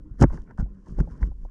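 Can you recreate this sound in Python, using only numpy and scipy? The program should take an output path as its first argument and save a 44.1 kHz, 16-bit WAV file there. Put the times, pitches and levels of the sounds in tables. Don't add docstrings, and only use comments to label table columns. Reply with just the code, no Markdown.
import sys
import numpy as np
from scipy import signal
from scipy.fft import rfft, irfft, next_fast_len
from scipy.io import wavfile
from scipy.ndimage import uniform_filter1d, map_coordinates

SR = 44100
rng = np.random.default_rng(int(sys.argv[2]) if len(sys.argv) > 2 else 0)


def wav_out(sig):
    wavfile.write(sys.argv[1], SR, np.round(np.clip(np.atleast_2d(sig).T, -1, 1) * 32767).astype(np.int16))


def voltage_ratio(level):
    return 10 ** (np.asarray(level, float) / 20)


N = 66150

# centre in Hz, width in Hz, gain in dB.
PORT = [(3060, 520, 5.5), (5854, 3860, 6.5), (9000, 1200, -2)]


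def curves(rows):
    s, *columns = np.transpose(rows)
    return [np.interp(np.arange(N) / SR, s, column) for column in columns]


def unit(x):
    return x / np.sqrt(np.mean(x ** 2) + 1e-20)


def filtered(x, response):
    m = next_fast_len(len(x) + SR // 2)
    spectrum = rfft(x, m) * response(np.fft.rfftfreq(m, 1 / SR))
    return irfft(spectrum, m)[:len(x)]


def ring(x, modes, steep_hz):
    def response(f):
        body = sum(voltage_ratio(db) * 1j * f * width / (centre ** 2 - f * f + 1j * f * width)
                   for centre, width, db in modes)
        skirt = 1 + 1j * np.sqrt(2) * f / steep_hz - (f / steep_hz) ** 2
        return body / skirt ** 3
    return filtered(x, response)


def grains(per_s, spread_db):
    hit = rng.random(N) < per_s / SR
    return hit * rng.standard_normal(N) * voltage_ratio(spread_db * rng.exponential(size=N))


def patchy(x):
    z = signal.stft(x, nperseg=512)[2]
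    field = uniform_filter1d(rng.standard_normal(z.shape), size=4, axis=0)
    field = uniform_filter1d(field, size=5, axis=1)
    return signal.istft(z * voltage_ratio(4 * unit(field)), nperseg=512)[1][:N]


def propellers():
    # time in seconds, hum before waver in Hz, level before flutter in dB.
    coast = [(.02, 292, -60), (.06, 300.2, -46.5), (.14, 300, -67.5), (.3, 250, -80.5), (.45, 216.3, -51.5),
             (.55, 209.1, -60), (.68, 203, -51.5), (.76, 185.3, -51), (.86, 200, -58), (1, 173.5, -53.5),
             (1.1, 150.2, -42.5), (1.2, 145.2, -78.5), (1.3, 140, -79)]
    wavers_per_s, waver, flutter_db = 25, 0.025, 4
    hz, db = curves(coast)
    points = rng.standard_normal((2, 60))
    position = np.arange(N) * wavers_per_s / SR
    flutter_drift, pitch_drift = map_coordinates(points, [[[0], [1]] * np.ones(N), [position] * 2])
    phase = 2 * np.pi * np.cumsum(hz * (1 + waver * pitch_drift)) / SR
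    return voltage_ratio(db + flutter_db * flutter_drift) * np.sin(phase)


def rustle():
    impacts = grains(3000, spread_db=0.5)
    bright = ring(impacts, PORT[1:], steep_hz=12400)
    return ring(bright, PORT, steep_hz=13600)


def scrape():
    # centre in Hz, width in Hz, gain in dB.
    litter = [(606, 1000, -3), (1050, 100, 6), (1355, 300, -2), (1560, 380, -3)]
    return patchy(ring(grains(4000, spread_db=1), litter, steep_hz=2020))


def shake():
    # centre in Hz, width in Hz, gain in dB.
    shake_modes = [(106, 29, -5.5), (160, 76, 14), (200, 45, -0.5), (300, 160, -6.5), (431, 220, -22)]
    return ring(grains(900, spread_db=-0.5), shake_modes, steep_hz=530)


def sway():
    # frequency in Hz, relative spectral density in dB.
    sway_spectrum = [(20, -0.5), (35, 4.5), (55, -8), (85, -11), (120, -40.5), (200, -75.5)]
    hz, db = np.transpose(sway_spectrum)
    return filtered(rng.standard_normal(N), lambda f: voltage_ratio(np.interp(np.log(f + 1), np.log(hz), db)))


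def tumble():
    # time in seconds, then levels in dB of sway, shaking frame, scrape and rustle.
    tumble_levels = [(0.02, -39, -51.5, -75.5, -122), (0.172, -37.5, -56, -74, -88.5),
                     (0.216, -20, -25.5, -45, -41.5), (0.242, -17.5, -61, -85, -50.5),
                     (0.254, -42, -41, -51, -77.5), (0.282, -20.5, -59, -64, -82),
                     (0.344, -27, -35, -51.5, -65.5), (0.448, -40.5, -55, -71.5, -88),
                     (0.506, -36.5, -45, -57.5, -90), (0.568, -37, -57, -85, -127.5),
                     (0.576, -56, -85, -62, -76), (0.6, -18, -36, -52, -63),
                     (0.654, -36.5, -50, -71.5, -96), (0.844, -53.5, -56, -73.5, -83.5),
                     (0.892, -35.5, -43, -59, -69.5), (0.958, -32, -45, -71.5, -82),
                     (1.004, -25, -31, -43.5, -60.5), (1.016, -46, -42.5, -58, -73),
                     (1.07, -25, -43.5, -74, -87.5), (1.12, -63.5, -47.5, -58.5, -72),
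                     (1.144, -56, -44, -61.5, -77.5), (1.202, -33, -50.5, -62.5, -79.5),
                     (1.218, -49.5, -34, -55.5, -66.5), (1.248, -28, -40.5, -66, -76.5),
                     (1.272, -54.5, -47.5, -63.5, -72), (1.284, -39.5, -43.5, -72.5, -80.5),
                     (1.346, -34.5, -59.5, -81, -93), (1.45, -34, -53, -72, -79),
                     (1.49, -44.5, -58, -69.5, -96), (1.5, -40.5, -56, -79, -92)]
    layers = [sway(), shake(), scrape(), rustle()]
    return sum(voltage_ratio(db) * unit(x) for db, x in zip(curves(tumble_levels), layers))


def ticks():
    # start in seconds, peak level in dB.
    tick_rows = [(0.2009, -70), (0.2114, -29.5), (0.2244, -22.5), (0.2277, -21), (0.2384, -38),
                 (0.2414, -49), (0.3287, -70.5), (0.3721, -52), (0.4189, -58.5), (0.4409, -64.5),
                 (0.5102, -64), (0.5761, -58.5), (0.6044, -48.5), (0.7482, -69.5), (0.8834, -59.5),
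                 (0.9852, -69.5), (0.9904, -52), (1.0031, -57), (1.0031, -45), (1.1094, -65),
                 (1.2156, -76.5), (1.27, -58)]
    out, t = np.zeros(N + SR), np.arange(SR // 50) / SR
    for s, db in tick_rows:
        crack = rng.standard_normal(len(t)) * np.exp(-t / 0.0015)
        sound = ring(ring(crack, PORT, steep_hz=12100), PORT, steep_hz=15500)
        out[round(s * SR):][:len(t)] += voltage_ratio(db) * sound / np.abs(sound).max()
    return out[:N]


def knocks():
    # start in seconds, peak level in dB, crumbling time in seconds, top of the spectrum in Hz.
    knock_rows = [(0.195, -39, 0.009, 2000), (.213, -25.5, 0.0015, 2000), (.217, -18.5, 0.0075, 1250),
                  (.221, -11, 0.0021, 1710), (.225, -16, 0.007, 1320), (.229, -9.5, 0.0014, 1480),
                  (.234, -12.5, 0.01, 1150), (.238, -12.5, 0.0032, 1440), (0.238, -11.5, 0.0026, 1960),
                  (0.3, -38.5, 0.015, 1760), (0.331, -41, 0.013, 1280), (0.343, -60, 0.0036, 1860),
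                  (0.375, -40, 0.0076, 1960), (.476, -52, 0.011, 1940), (0.508, -41.5, 0.007, 2000),
                  (0.582, -32, 0.0064, 1700), (0.597, -35, 0.0089, 1760), (0.61, -40, 0.015, 1900),
                  (0.657, -48.5, 0.013, 970), (0.869, -51, 0.015, 1690), (0.986, -28.5, 0.0045, 1135),
                  (1.003, -28, 0.0023, 2410), (1.025, -43.5, 0.0031, 1200), (1.0742, -37, 0.0067, 1050),
                  (1.087, -45, .006, 930), (1.229, -28, 0.0023, 2390), (1.236, -42, .004, 1200),
                  (1.315, -46, 0.0033, 1143), (1.319, -47, .003, 1150), (1.45, -38, 0.0024, 1130),
                  (1.455, -44.5, 0.0031, 920)]
    # centre in Hz, width in Hz, gain in dB.
    frame_modes = [(430, 180, 0), (596, 240, 9.5), (833, 200, 8), (1050, 510, -3), (1474, 350, 10.5),
                   (2000, 450, -16.5)]
    out, t = np.zeros(N + SR), np.arange(SR // 10) / SR
    for s, db, length_s, top_hz in knock_rows:
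        snap = t == 0
        crumbs = 0.09 * rng.standard_normal(len(t)) * np.exp(-(t / length_s) ** 2)
        sound = ring(snap + crumbs, frame_modes, top_hz)
        sound = filtered(sound, lambda f: 1 / (1 + 1j * f / top_hz - (f / top_hz) ** 2) ** 2)
        out[round(s * SR):][:len(t)] += voltage_ratio(db) * sound / np.abs(sound).max()
    return out[:N]


def blows():
    # start in seconds, peak level before the signed factor in dB, contact in seconds,
    # signed factor for direction and strength, gain added to the arm modes in dB.
    blow_rows = [(.110, -33.5, 0.012, -1.94, 9), (.204, -17, 0.0022, -1.3, -11.5),
                 (0.21, -13, 0.0048, -1.97, 4), (0.2169, 5.5, 0.0023, 1, 4),
                 (0.2232, -6, 0.0024, -0.48, -9), (0.2306, -5, 0.0044, 1, 1.5),
                 (0.2383, 0, 0.0013, -1.03, -0.5), (0.2413, -1.5, 0.00264, -1.14, 24.5),
                 (0.304, -36.5, 0.0058, 0.55, -12.5), (0.334, -18.5, 0.026, 0.4, -18),
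                 (0.349, -26, 0.0097, -0.01, -26), (.385, -33, 0.018, -1.63, -24.5),
                 (0.587, -20.5, 0.0058, 0.94, 12.5), (.596, -27, 0.00396, -1.04, 15),
                 (.606, -26.5, 0.0097, 0.65, -5.5), (0.625, -17.5, 0.0054, -1.39, -8.5),
                 (0.885, -44.5, 0.015, 0.72, -20), (0.921, -26.5, 0.0052, -1.14, 2.5),
                 (0.988, -12.5, 0.016, 1, -13), (1, -18.5, 0.0058, -1.12, 6),
                 (1.007, -13.5, 0.0031, -1.07, 2.5), (1.014, -13, 0.0037, -0.71, -7.5),
                 (1.034, -51, 0.0032, 0.39, -15), (1.112, -34, 0.0094, -1.86, -21),
                 (1.216, -18, 0.0059, 1, -9.5), (1.222, -15, 0.013, -1.2, -23.5),
                 (1.273, -24, 0.0036, 1, -11), (1.298, -23, 0.012, -1, -1.5),
                 (1.422, -32, 0.019, -0.59, -12.5)]
    # centre in Hz, width in Hz, gain in dB.
    mount_modes = [(47.87, 11.5, 5.5), (29.6, 55, -7), (69.4, 27, -18.5)]
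    # centre in Hz, width in Hz, gain before each blow's own change in dB.
    arm_modes = [(140, 47, -1.5), (172, 41, -5.5), (250, 57.4, -8), (333, 58, -6.5)]
    vary_db = 2
    out, t = np.zeros(N + SR), np.arange(SR // 3) / SR
    for s, db, contact_s, way, arms_db in blow_rows:
        push = np.sin(np.pi * np.clip(t / contact_s, 0, 1)) ** 2
        arms = [(centre, width, gain + arms_db + vary_db * rng.standard_normal())
                for centre, width, gain in arm_modes]
        sound = ring(push, [*mount_modes, *arms], steep_hz=727)
        out[round(s * SR):][:len(t)] += way * voltage_ratio(db) * sound / np.abs(sound).max()
    return out[:N]


def scene():
    return (propellers() + tumble() + ticks() + knocks() + blows())[None]


def roll_off(x):
    return signal.sosfilt(signal.butter(12, 15570, fs=SR, output="sos"), x)


def record(dry):
    overload, knee = 0.61, 5
    low_hz, top_hz, hiss_db = 23.8, 12500, -89
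    x = dry[0] / (1 + np.abs(dry[0] / overload) ** knee) ** (1 / knee)
    hiss = voltage_ratio(hiss_db) * unit(ring(rng.standard_normal(N), PORT, steep_hz=10900))

    def band(f):
        high_pass = 1j * f / (low_hz + 1j * f)
        return high_pass / (1 + 1j * np.sqrt(2) * f / top_hz - (f / top_hz) ** 2) ** 2
    return roll_off(filtered(x + hiss, band)[None])


dry = scene()
out = record(dry)
wav_out(out)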